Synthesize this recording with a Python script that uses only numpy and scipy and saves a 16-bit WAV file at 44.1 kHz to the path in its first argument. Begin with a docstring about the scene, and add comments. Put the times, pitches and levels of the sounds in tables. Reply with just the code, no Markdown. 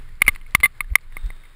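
"""Rough dirt track, heard from a camera worn by a mountain bike rider.
Chain and loose parts clack, each blow ringing the same few short modes. Bumps thud, stones ping,
tyres hiss and flick grit, air rumbles. The camera samples coarsely and overloads on the hard knocks,
which gives them a bright metallic edge."""
import sys
import numpy as np
from scipy import signal
from scipy.fft import rfft, irfft
from scipy.io import wavfile

SR = 44100
rng = np.random.default_rng(int(sys.argv[2]) if len(sys.argv) > 2 else 0)


def store_wav(level_fs):
    """Save 16-bit WAV to argv[1]."""
    pcm = np.round(np.clip(np.atleast_2d(level_fs), -1, 1) * 32767)
    wavfile.write(sys.argv[1], SR, pcm.T.astype(np.int16))


N = 68355

# chain and loose-part blows: start_s, level_db, pitch_hz, contact_s, release_t60_s, crack_db, push_db
KNOCKS = [(.0892, -44, 1900, 0.00092, 0.033, -9, -1), (0.2076, -37, 2160, 0.0011, 0.023, -8.5, -4),
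          (.2187, 5, 2157, 0.0023, 0.0078, -14, -20.5), (0.2488, -36, 2130, 0.0052, 0.015, -12, -9),
          (0.2651, -18.5, 2310, 0.0015, 0.011, -18, -30), (0.2707, -24, 2320, 0.00077, 0.024, -8, -12),
          (.2797, 1, 2136, 0.0036, 0.011, -14, -17), (0.2868, -6, 2118, 0.005, 0.015, -18, -15.5),
          (0.3172, -39, 2100, 0.0006, .01, -16, -22), (.3492, -32.5, 2160, 0.00053, .009, -2.5, -17),
          (.3596, -23.5, 2000, 0.0014, 0.0089, -11, -21), (.413, -44.5, 2090, 0.0018, 0.039, -4.5, -20),
          (0.4636, -36.5, 2205, 0.002, 0.022, -19, -22), (0.5494, 8.5, 2109, 0.0029, 0.0061, -18, -25),
          (.602, -24, 2020, 0.00088, 0.0074, -8, -44), (0.608, -30.5, 2160, 0.0022, 0.011, -3, -15),
          (0.6324, -3, 2079, 0.019, 0.0098, -20.5, -15.5), (0.6563, -4, 2081, 0.004, 0.017, -19, -18),
          (0.806, -6, 2147, .0012, 0.017, -14.5, -23), (0.844, -41, 1750, .002, .015, -13, -18),
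          (0.9034, -41, 2150, .001, .01, -24, -3), (0.9362, -33, 2060, 0.00053, 0.0076, -36, -4.5),
          (0.9545, 6, 2114, 0.0028, 0.0067, -25.5, -22.5), (0.9853, -36, 2130, .001, .01, -18.5, -16.5),
          (1.123, -39, 1930, 0.0012, 0.015, -10, -22), (1.1682, -14.5, 2123, 0.00034, .017, -45, -8),
          (1.3037, -27.5, 2060, 0.0014, 0.015, -21, -0.5), (1.4362, -41.5, 2130, .001, 0.031, -19, -24.5),
          (1.452, -41.5, 2070, .003, .015, -12, -16)]
# modes of the struck parts, at REF_PITCH_HZ: freq_hz, level_db, free_t60_s
KNOCK_MODES = [(1119, -26.5, 0.035), (1169.5, -19.5, 0.04), (1770, -27, 0.0073), (2106.7, -2.5, .018),
               (2270, -20.5, .014), (2806, -28.5, 0.012), (3590, -28.5, .032), (4170, -37.5, 0.016)]
REF_PITCH_HZ, REF_T60_S = 2100, .018
# contact noise: freq_hz, density_db
CRACK_SPECTRUM = [(60, 8.5), (200, -2), (500, -8.5), (900, -2.5), (1500, -2.5), (2200, 6), (2800, 7),
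                  (3400, -0.5), (4200, -0.5), (5500, -15), (7000, -10.5)]
# track bumps: centre_s, level_db, sway_hz, half_width_s
BUMPS = [(0.262, -19, 31.4, .014), (0.291, -18.5, 45, .008), (.334, -22, 18, .02),
         (0.597, -26.5, 60.5, 0.013), (0.871, -29.5, 30.2, 0.066), (.9225, -12.5, 45, 0.0093),
         (1.257, -15.5, 36.3, 0.018), (1.292, -25, 26, 0.013)]
# bike shudder: freq_hz, density_db
SHUDDER_SPECTRUM = [(50, -3.5), (110, 2.5), (170, -3.5), (300, -26.5), (700, -25)]
# stone strikes, plus a bright tick on the knock at 0.602 s: start_s, level_db
STONE_HITS = [(.2525, -43), (.272, -54), (.353, -38), (.5095, -45), (.518, -48), (.602, -33), (.648, -40),
              (1.0095, -49), (1.2625, -41.5)]
# stone tick: freq_hz, density_db
STONE_SPECTRUM = [(500, -12.5), (2000, -24), (3600, -2), (4500, -3), (7000, -3)]
# tyre hiss: freq_hz, density_db
TYRE_SPECTRUM = [(150, -1.5), (400, -0.5), (700, -6.5), (1150, 0), (1650, 1), (2100, 2.5), (2700, -6),
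                 (3700, -6.5), (5000, -9), (5800, -6.5)]
# tyre hiss and grit: time_s, level_db
TYRE_LEVELS = [(0, -54.5), (.2, -57.5), (.33, -50), (.43, -58), (.51, -54), (.57, -55.5), (.75, -58),
               (1.08, -59), (1.22, -54.5), (1.35, -57), (1.55, -56.5)]
# flicked grit: freq_hz, density_db
GRIT_SPECTRUM = [(500, -18.5), (1200, -11.5), (2100, 2), (3000, -8), (4200, 0.5), (5500, -0.5)]
# light rub: freq_hz, density_db
RUB_SPECTRUM = [(300, -18), (700, -14), (1200, -5.5), (1650, -0.5), (2300, -14), (3350, -12.5), (3700, 5),
                (4000, -14), (5500, -17)]
# light rub: time_s, level_db
RUB_LEVELS = [(0, -91.5), (1.09, -75), (1.13, -57), (1.25, -55.5), (1.33, -58.5), (1.55, -64.5)]
# rumble: freq_hz, density_db
RUMBLE_SPECTRUM = [(10, -21), (20, 10.5), (32, -14.5), (50, -14), (80, -16), (130, -22.5), (250, -42.5),
                   (500, -59)]
# rumble: time_s, level_db
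RUMBLE_LEVELS = [(0, -29), (.2, -37.5), (.5, -36.5), (.75, -35.5), (1.0, -41.5), (1.2, -32.5), (1.4, -40.5),
                 (1.55, -43.5)]
# faint low antiphase noise for stereo width: freq_hz, density_db
LOW_WIDTH_SPECTRUM = [(20, 4.5), (60, -12), (130, -19.5), (260, -17.5), (600, -24.5)]


def knocks(push_s=.0001, tail_db=-18.5, chatter_depth=.25, chatter_hz=208.05):
    """Each blow pushes, cracks and drives the modes during contact, then dies fast to a faint ring."""
    out = np.zeros((2, N))
    contact_noise = noise(CRACK_SPECTRUM) + side_noise(CRACK_SPECTRUM, level_db=-26)
    chatters = [1 + chatter_depth * wander(chatter_hz) for _ in KNOCK_MODES]
    for start_s, level_db, pitch_hz, contact_s, release_t60_s, crack_db, push_db in KNOCKS:
        span, t = hit_span(start_s)
        crack = contact_noise[:, span] * blow_envelope(t, contact_s, t60_s=.012)
        push = t / push_s * np.exp(1 - t / push_s)
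        knock = undb(crack_db) * crack - undb(push_db) * push
        for (mode_hz, mode_db, free_t60_s), chatter in zip(KNOCK_MODES, chatters):
            driven = blow_envelope(t, contact_s, release_t60_s * free_t60_s / REF_T60_S) * chatter[span]
            tail = undb(tail_db) * blow_envelope(t, contact_s, free_t60_s)
            ring = np.sin(2 * np.pi * mode_hz * pitch_hz / REF_PITCH_HZ * t)
            knock -= undb(mode_db) * ring * np.maximum(driven, tail)
        out[:, span] += undb(level_db) * knock
    return out


def blow_envelope(t, contact_s, t60_s, attack_s=.00091, sag_db_per_s=279.5):
    """Fast rise, sag while the parts touch, decay once they part."""
    drive = np.minimum(t / attack_s, 1) * undb(-sag_db_per_s * np.minimum(t, contact_s))
    return drive * decay(np.maximum(t - contact_s, 0), t60_s)


def bumps(shudder_db=-26.5):
    """Each bump sways the camera in a short bass pulse and makes the bike shudder."""
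    out, t = np.zeros(N), np.arange(N) / SR
    shudder = undb(shudder_db) * noise(SHUDDER_SPECTRUM)
    for centre_s, level_db, sway_hz, half_width_s in BUMPS:
        sway = np.sin(2 * np.pi * sway_hz * (centre_s - t))
        envelope = np.exp(-((t - centre_s) / half_width_s) ** 2)
        out += undb(level_db) * (sway + shudder) * envelope
    return out


def stones():
    """Flung stones strike the bike: brief bright ticks. One tick sharpens the crack of a knock."""
    out, tick = np.zeros(N), noise(STONE_SPECTRUM)
    for start_s, level_db in STONE_HITS:
        span, t = hit_span(start_s)
        out[span] += undb(level_db) * tick[span] * decay(t, t60_s=.009)
    return out


def tyres(grit_per_s=130, grit_db=-15.5, scatter_db=5, flicker_db=1.5):
    """Tyres hiss on the dirt and flick grit at random."""
    grains = (rng.random(N) < grit_per_s / SR) * undb(scatter_db * rng.standard_normal(N))
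    grit = undb(grit_db) * colour(grains, GRIT_SPECTRUM)
    hiss = noise(TYRE_SPECTRUM) * undb(flicker_db * wander(rate_hz=41))
    return gain_curve(TYRE_LEVELS) * (hiss + grit + side_noise(TYRE_SPECTRUM, level_db=-22))


def rub():
    """Late on, something rubs lightly, perhaps a brake."""
    return gain_curve(RUB_LEVELS) * noise(RUB_SPECTRUM)


def rumble():
    """Air and track shake on the microphone, mono. Faint low antiphase noise adds stereo width."""
    shake = noise(RUMBLE_SPECTRUM)
    width = side_noise(LOW_WIDTH_SPECTRUM, level_db=-33.5)
    return gain_curve(RUMBLE_LEVELS) * (shake + width)


def undb(level_db):
    """Decibels to gain."""
    return 10 ** (np.asarray(level_db) / 20)


def gain_curve(levels):
    """Gain per sample from (time_s, level_db) points."""
    return undb(np.interp(np.arange(N) / SR, *np.array(levels).T))


def colour(x, spectrum):
    """Shape x by a spectrum, roll off above its last point, scale to rms 1."""
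    points_hz, density_db = np.array(spectrum).T
    freq_hz = np.maximum(np.fft.rfftfreq(N, 1 / SR), 1)
    gain = undb(np.interp(np.log(freq_hz), np.log(points_hz), density_db))
    rolloff = np.hypot(1, (freq_hz / points_hz[-1]) ** 6)
    shaped = irfft(rfft(x) * gain / rolloff, N)
    return shaped / shaped.std()


def noise(spectrum):
    """Coloured noise, rms 1."""
    return colour(rng.standard_normal(N), spectrum)


def side_noise(spectrum, level_db):
    """Antiphase left/right noise, for width."""
    return undb(level_db) * noise(spectrum) * np.array([[1], [-1]])


def wander(rate_hz):
    """Smooth random drift, spread near 1."""
    return np.interp(np.arange(N) / SR * rate_hz, np.arange(N), rng.standard_normal(N))


def hit_span(start_s):
    """Sample indices and elapsed seconds of a 50 ms hit."""
    first = int(start_s * SR)
    span = np.arange(first, min(first + SR // 20, N))
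    return span, (span - span[0]) / SR


def decay(t, t60_s):
    """Exponential, 60 dB down at t60_s."""
    return np.exp(-np.log(1000) * t / t60_s)


def scene():
    """All sources travel with the camera and sit centred."""
    return knocks() + stones() + bumps() + tyres() + rub() + rumble()


def record(dry, input_hz=5500, camera_hz=12000, ceiling=.99, hold=4, top_hz=15500):
    """Camera samples slowly, clips and holds each sample, mirroring the knocks into the treble."""
    narrow = signal.sosfiltfilt(signal.butter(4, input_hz, fs=SR, output="sos"), dry)
    coarse = signal.resample_poly(narrow, camera_hz, SR, axis=1)
    clipped = np.clip(coarse, -ceiling, ceiling)
    steps = np.repeat(clipped, hold, axis=1)
    held = signal.resample_poly(steps, SR, camera_hz * hold, axis=1)[:, :N]
    return signal.sosfiltfilt(signal.ellip(8, .1, 60, top_hz, fs=SR, output="sos"), held)


dry = scene()
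out = record(dry)
store_wav(out)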